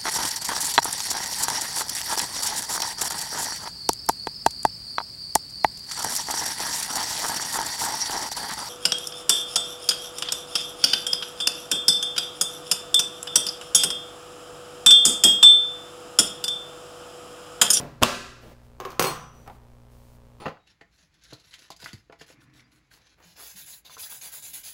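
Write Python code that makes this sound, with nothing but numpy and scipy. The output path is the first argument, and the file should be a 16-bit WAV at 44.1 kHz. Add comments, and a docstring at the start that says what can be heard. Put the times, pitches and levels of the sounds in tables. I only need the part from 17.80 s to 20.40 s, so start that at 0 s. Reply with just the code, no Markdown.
"""Soft knocks sound as a fork leaves a plastic food tray, over the fading wash of an earlier stab.
The fork stabs through the taut film lid: dull thumps, a loud pop and a long bright tail. Set down
tines first, it drops on the table, bounces and rings in its steel modes. The tray slides with soft
friction and an oven door is nudged, in a small quiet room with a faint mains buzz."""
import sys
import numpy as np
from scipy import signal
from scipy.fft import rfft, irfft
from scipy.io import wavfile

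SR = 44100
rng = np.random.default_rng(int(sys.argv[2]) if len(sys.argv) > 2 else 0)


def wav_record(signal):
    """Record a signal, one row per channel, as 16-bit PCM in the file named by sys.argv[1]."""
    frames = np.transpose(np.atleast_2d(signal))
    bounded = np.clip(frames, -1, 1)
    # unit amplitude maps onto the largest positive 16-bit level
    quanta = np.round(bounded * 32767).astype(np.int16)
    wavfile.write(sys.argv[1], SR, quanta)


N = 114660
TIME = np.arange(N) / SR

# Bright spectrum of friction and light ticks. Each row: frequency in Hz, level in dB.
HISS_SPECTRUM = [(1500, -9), (4000, 1.5), (8000, 1), (12500, 0.5), (16000, 1)]


def from_db(db):
    """Amplitude grows tenfold for every 20 dB."""
    return 10 ** (np.asarray(db) / 20)


def rms_one(x):
    """Normalisation to unit mean power."""
    return x / np.sqrt(np.mean(x ** 2) + 1e-20)


def at_hz(points, hz, column=1):
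    """Interpolation of a table column over log frequency."""
    points = np.array(points)
    return np.interp(np.log(hz + 1e-9), np.log(points[:, 0]), points[:, column])


def convolve(x, response):
    """A linear system convolves its input with its impulse response."""
    return signal.fftconvolve(x, response)[:N]


def colour(x, spectrum, size=4096):
    """Minimum-phase filtering: folding the cepstrum makes the response causal."""
    hz = np.arange(size // 2 + 1) * SR / size
    cepstrum = irfft(np.log(from_db(at_hz(spectrum, hz))))
    cepstrum[1:size // 2] *= 2
    cepstrum[size // 2 + 1:] = 0
    return convolve(x, irfft(np.exp(rfft(cepstrum))))


def noise(spectrum):
    """Filtering colours white noise; the result has unit power."""
    return rms_one(colour(rng.standard_normal(N), spectrum))


def decay(t60, start_s=0):
    """Exponential damping: from the start, 60 dB is lost every t60 seconds."""
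    return np.exp(-np.log(1000) * np.maximum(TIME - start_s, 0) / t60)


def impulses(starts, db):
    """A brief contact is idealised as an impulse."""
    out = np.zeros(N)
    np.add.at(out, np.clip(np.asarray(starts) * SR, 0, N - 1).astype(int), from_db(db))
    return out


def blows(starts, db, spectrum, t60, scatter_db):
    """A damped body filters impacts. Returns direct sound with crackle, and bare pulses for the room."""
    mean_power = np.mean(from_db(at_hz(spectrum, np.linspace(0, SR / 2, N))) ** 2)
    pulses = np.sqrt(SR / 1000 / mean_power) * impulses(starts, db)  # dB is rms over a millisecond
    fade, scatter = decay(t60) ** 2, from_db(scatter_db)
    energy = np.abs(convolve(pulses ** 2, fade / fade.sum()))
    crackle = rng.standard_normal(N) * np.sqrt(energy)
    force = (pulses + scatter * crackle) / np.hypot(1, scatter)
    return np.array([colour(force, spectrum), colour(pulses, spectrum)])


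def reverb(x, bands, first_echo_s=.0075):
    """A diffuse field acts as noise, each half-octave band decaying at its own rate."""
    edges = 44 * 2 ** (np.arange(18) / 2)
    white, response = rng.standard_normal((2, N)), 0
    for k, (low, high) in enumerate(zip(edges, edges[1:])):
        hz = np.sqrt(low * high)
        band = signal.sosfilt(signal.butter(2, [low, high], "band", fs=SR, output="sos"), white[k % 2])
        band = rms_one(band * decay(at_hz(bands, hz, column=2)) * (TIME > first_echo_s))
        response = response + band * from_db(at_hz(bands, hz)) * np.sqrt(2 * (high - low) / SR / N)
    return convolve(x, response)


def resonate(x, hz, t60):
    """A damped oscillator answers an impulse with a decaying sine."""
    r, w = np.exp(-np.log(1000) / (t60 * SR)), 2 * np.pi * hz / SR
    return signal.lfilter([0, np.sin(w)], [1, -2 * r * np.cos(w), r * r], x + 1e-18)


def room(x):
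    """Reflections merge into a short diffuse tail, and one low room mode booms."""
    # Each row: frequency in Hz, level in dB, decay time in seconds.
    bands = [(60, -4, 0.397), (145.9, 3, 0.55), (500, -1, 0.36), (1214, 0.5, 0.62), (3000, -0.5, 0.49),
             (7040, -4, 0.4), (14000, -4, 0.36)]
    return reverb(x, bands) + from_db(-53) * resonate(x, hz=150.2, t60=.99)


def room_air():
    """The noise floor is steady and strongest in the bass."""
    # Each row: frequency in Hz, relative level in dB.
    spectrum = [(20, 1), (50, -2), (120, -8.5), (300, -16), (800, -20.5), (1800, -32), (5000, -36.5),
                (15000, -41.5)]
    return from_db(-56) * noise(spectrum)


def mains(hz=59.95, gap_s=.0081):
    """Periodicity gives harmonics: a low hum, and a buzz of one strong and one weak spike a cycle."""
    # Each row: multiple of the mains frequency, level in dB.
    harmonics = [(1, -57), (2, -56), (4, -62.5)]
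    # Each row: frequency in Hz, relative level in dB.
    buzz_spectrum = [(60, -21), (230, -8.5), (320, -5.5), (500, 5.5), (750, -5), (950, -1.5), (1500, -12.5),
                     (3000, -18.5), (8000, -27.5), (15000, -36.5)]
    hum = sum(from_db(db) * np.sqrt(2) * np.sin(2 * np.pi * (round(k) * hz * TIME + rng.random()))
              for k, db in harmonics)
    cycles = np.arange(0, N / SR - gap_s, 1 / hz)
    spikes = impulses(cycles, db=0) - impulses(cycles + gap_s, db=-7)
    return hum + from_db(-62.5) * rms_one(colour(spikes, buzz_spectrum))


def light_knocks(events, body, t60, scatter_db, room_db):
    """Each light impact excites a damped body and adds a faint contact tick."""
    starts, knock_db, tick_db = np.transpose(events)
    knocks = blows(starts, knock_db, body, t60, scatter_db)
    direct, sent = knocks + blows(starts, tick_db, HISS_SPECTRUM, t60=.016, scatter_db=18)
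    return direct + from_db(room_db) * room(sent)


def tray_knocks():
    """The fork knocks the tray as it leaves; heavy damping keeps the plastic's sound short."""
    # Each row: start in seconds, knock level in dB, tick level in dB.
    knocks = [(.001, -24.5, -49.5), (.004, -23.5, -45.5), (.011, -26.5, -40), (.033, -28, -54.5)]
    # Each row: frequency in Hz, level in dB.
    plastic_spectrum = [(60, -12.5), (140, 3), (260, 0.5), (380, -5), (520, 1.5), (850, -6.5),
                        (1500, -15.5), (3000, -24), (12000, -41)]
    return light_knocks(knocks, plastic_spectrum, t60=.019, scatter_db=13.5, room_db=0)


def waver(depth=.47, rate_hz=25.4):
    """Slow random flutter of a ringing tone's amplitude and phase, as room reflections make it shimmer."""
    hop = 32  # samples per step
    r, size = np.exp(-2 * np.pi * rate_hz * hop / SR), N // hop + 200
    white = rng.standard_normal(size) + 1j * rng.standard_normal(size)
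    slow = signal.lfilter([1], [1, -2 * r, r * r], white)
    slow = np.interp(np.arange(N) / hop + 190, np.arange(size), slow / slow.std())
    return (1 + depth * slow) / np.hypot(1, depth)


def ring(starts, db, modes, spread_db=1.5):
    """Each contact adds energy to every mode; it drains exponentially while the tone wavers."""
    out = 0
    for hz, level_db, t60 in modes:
        strikes = impulses(starts, db + level_db + rng.normal(0, spread_db, len(starts)))
        retained = np.exp(-2 * np.log(1000) / (t60 * SR))
        energy = signal.lfilter([1], [1, -retained], strikes ** 2 + 1e-22)
        tone = np.real(waver() * np.exp(2j * np.pi * (hz * TIME + rng.random())))
        out = out + np.sqrt(energy) * tone
    return out


def stab(earlier_lead_s=.49, earlier_db=-3.5):
    """The tray thumps as the film yields; rupture releases the tension in a pop that rings the tray."""
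    # The tines push the film in, then it bursts. Each row: start in seconds, level in dB.
    pushes = [(0.2148, -36), (0.2191, -17), (0.2214, -23.5), (0.2241, -12), (0.2271, -1.5)]
    pops = [(0.2329, 1)]
    # Each row: frequency in Hz, level in dB.
    tray_spectrum = [(40, -11.5), (90, 2.5), (160, 1), (250, 0.5), (340, -5.5), (500, 2.5), (750, -7),
                     (1200, -9.5), (1800, -16), (3500, -19.5), (7000, -29), (15000, -36)]
    film_spectrum = [(60, -18), (200, -7.5), (600, 2), (1150, 3.5), (1800, -29), (2600, -0.5), (4000, -7.5),
                     (7000, -12), (15000, -22.5)]
    # Each row: frequency in Hz, relative level in dB, decay time in seconds.
    tray_modes = [(111.5, -27.5, .12), (237, -26, 0.14), (476.6, -20.5, 0.086), (626.2, -22.5, .08),
                  (1133, -19, .05), (1281, -22, 0.044)]
    wash_bands = [(60, -20.5, .5), (150, -17, .7), (320.6, -11.5, 0.96), (550, -9, 0.56),
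                  (1104, -12.5, 0.37), (1730, 2.5, 0.88), (2500, -10, 0.64), (4244, -6, .75),
                  (7960, -8, .66), (13980, -12.5, 0.469)]
    thumps = blows(*np.transpose(pushes), tray_spectrum, t60=.016, scatter_db=-1)
    pop = blows(*np.transpose(pops), film_spectrum, t60=.013, scatter_db=11)
    direct, sent = thumps + pop
    wash, lead = reverb(sent, wash_bands), int(earlier_lead_s * SR)
    earlier_wash = from_db(earlier_db) * np.pad(wash[lead:], (0, lead))  # the stab before dies away
    ringing = ring(*np.transpose(pops), tray_modes)
    return direct + ringing + wash + from_db(-21) * room(sent) + earlier_wash


def slides(fade_s=.03):
    """Sliding friction of sleeve and tray makes broadband noise: a high hiss over a dull rub."""
    # Each row: start in seconds, length in seconds, hiss level in dB, rub level in dB.
    strokes = [(0.602, 0.15, -63.5, -50), (0.818, 0.078, -70, -65), (1.08, 0.067, -60, -62),
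               (1.52, 0.27, -67.5, -59), (2.09, 0.3, -66.5, -73)]
    # Each row: frequency in Hz, level in dB.
    rub_spectrum = [(60, -3), (200, -2), (550, 0.5), (1200, -15), (3000, -17.5), (10000, -40)]
    hiss, rub, out = noise(HISS_SPECTRUM), noise(rub_spectrum), 0
    for start, length, hiss_db, rub_db in strokes:
        envelope = np.clip(np.minimum(TIME - start, start + length - TIME) / fade_s, 0, 1)
        out = out + envelope * (from_db(hiss_db) * hiss + from_db(rub_db) * rub)
    return out


def fork_drop():
    """Each impact knocks the table and excites the fork's modes, which ring until they are damped."""
    # Each row: start in seconds, then levels in dB of knock, thud, tick, tines, handle and neck.
    contacts = [(1.0013, -25, -51.5, -34, -43.5, -80.5, -75), (1.0092, -28.5, -49, -56, -65, -82.5, -75),
                (1.0512, -22, -43.5, -38, -38, -79, -66), (1.057, -52.5, -60.5, -39, -55, -78.5, -81),
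                (1.1043, -43.5, -56, -37.5, -66, -77, -70), (1.119, -37, -59, -41.5, -67.5, -75, -74),
                (1.13, -40.5, -62.5, -50.5, -70, -69.5, -76),
                (1.1954, -10, -19.5, -10.5, -32.5, -30.5, -42.5), (1.205, -22, -28, -27, -39.5, -56, -59),
                (1.213, -15.5, -26, -36, -48, -59, -56), (1.2241, -16, -34, -16.5, -40, -33.5, -45),
                (1.242, -13.5, -40, -25.5, -34.5, -57, -58), (1.2473, -44, -40, -19.5, -53, -55, -44.5),
                (1.254, -19, -33, -26, -32.5, -58, -45), (1.269, -29, -42, -24.5, -45, -42.5, -36.5)]
    # Each row: frequency in Hz, level in dB.
    table_spectrum = [(60, -50.5), (200, -8), (400, -1), (520, 4), (630, -3.5), (760, 0), (950, -5),
                      (1200, 0), (1800, -10.5), (3000, -14.5), (8000, -32), (15000, -46.5)]
    thud_spectrum = [(50, -26), (110, -3), (160, 8.5), (260, -3), (500, -19), (2000, -55)]
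    tick_spectrum = [(500, -13.5), (1800, -5), (2500, 0), (3300, -1), (3900, -5), (4600, 1), (5400, -3),
                     (6400, 1), (7600, -11), (11000, -12), (13300, -7.5), (14400, -12.5), (16000, -6.5)]
    # Each row: frequency in Hz, relative level in dB, decay time in seconds.
    tine_modes = [(381, 3.5, 0.16), (1013, -3.5, 0.52), (1075, 6, 0.25), (1129, 0, 0.24),
                  (1183, -1.5, 0.28), (11800, -23, 0.25), (12860, -32, .15), (13800, -14, 0.14)]
    handle_modes = [(2475, -7.5, 0.15), (2773, -5.5, 0.22), (5600, -22, 0.65), (5740, -11.5, 0.68),
                    (5970, -24, 1.7), (8030, -4, 0.36), (9564, -2, 0.32), (11350, -17.5, .18),
                    (12369, 2, 0.23), (15624, -9, .23)]
    neck_modes = [(2288, 2.5, 0.11), (4260, 4.5, .2), (9030, 0.5, .19), (14800, -9.5, 0.19)]
    starts, knock_db, thud_db, tick_db, tine_db, handle_db, neck_db = np.transpose(contacts)
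    knocks = blows(starts, knock_db, table_spectrum, t60=.022, scatter_db=5.5)
    thuds = blows(starts, thud_db, thud_spectrum, t60=.022, scatter_db=-3.5)
    ticks = blows(starts, tick_db, tick_spectrum, t60=.027, scatter_db=5.5)
    direct, sent = knocks + thuds + ticks
    steel = ring(starts, tine_db, tine_modes) + ring(starts, handle_db, handle_modes)
    steel += ring(starts, neck_db, neck_modes)
    return direct + steel * decay(t60=.12, start_s=1.664) + from_db(-.5) * room(sent)


def oven_door():
    """Nudges excite the door, whose damped response peaks in the midrange."""
    # Each row: start in seconds, knock level in dB, tick level in dB.
    nudges = [(1.662, -41, -64), (1.671, -43, -71), (1.676, -28.5, -45.5), (1.698, -30.5, -73.5)]
    # Each row: frequency in Hz, level in dB.
    door_spectrum = [(60, -19), (140, -8), (300, -10.5), (550, -8), (780, 3), (1050, -3), (1600, -13),
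                     (3500, -25), (7000, -43), (14000, -51)]
    return light_knocks(nudges, door_spectrum, t60=.059, scatter_db=11, room_db=-9)


def scene():
    """Superposition: the pressures of all sources add at one microphone."""
    knocks = tray_knocks() + oven_door()
    return (knocks + stab() + fork_drop() + slides() + mains() + room_air())[None]


def record(dry, clip_level=.94, cutoff_hz=15720):
    """The pop overloads into brief clipping; a steep low-pass limits the bandwidth."""
    low_pass = signal.ellip(12, .1, 80, cutoff_hz, fs=SR, output="sos")
    return signal.sosfilt(low_pass, np.clip(dry, -clip_level, clip_level))


dry = scene()
out = record(dry)
wav_record(out)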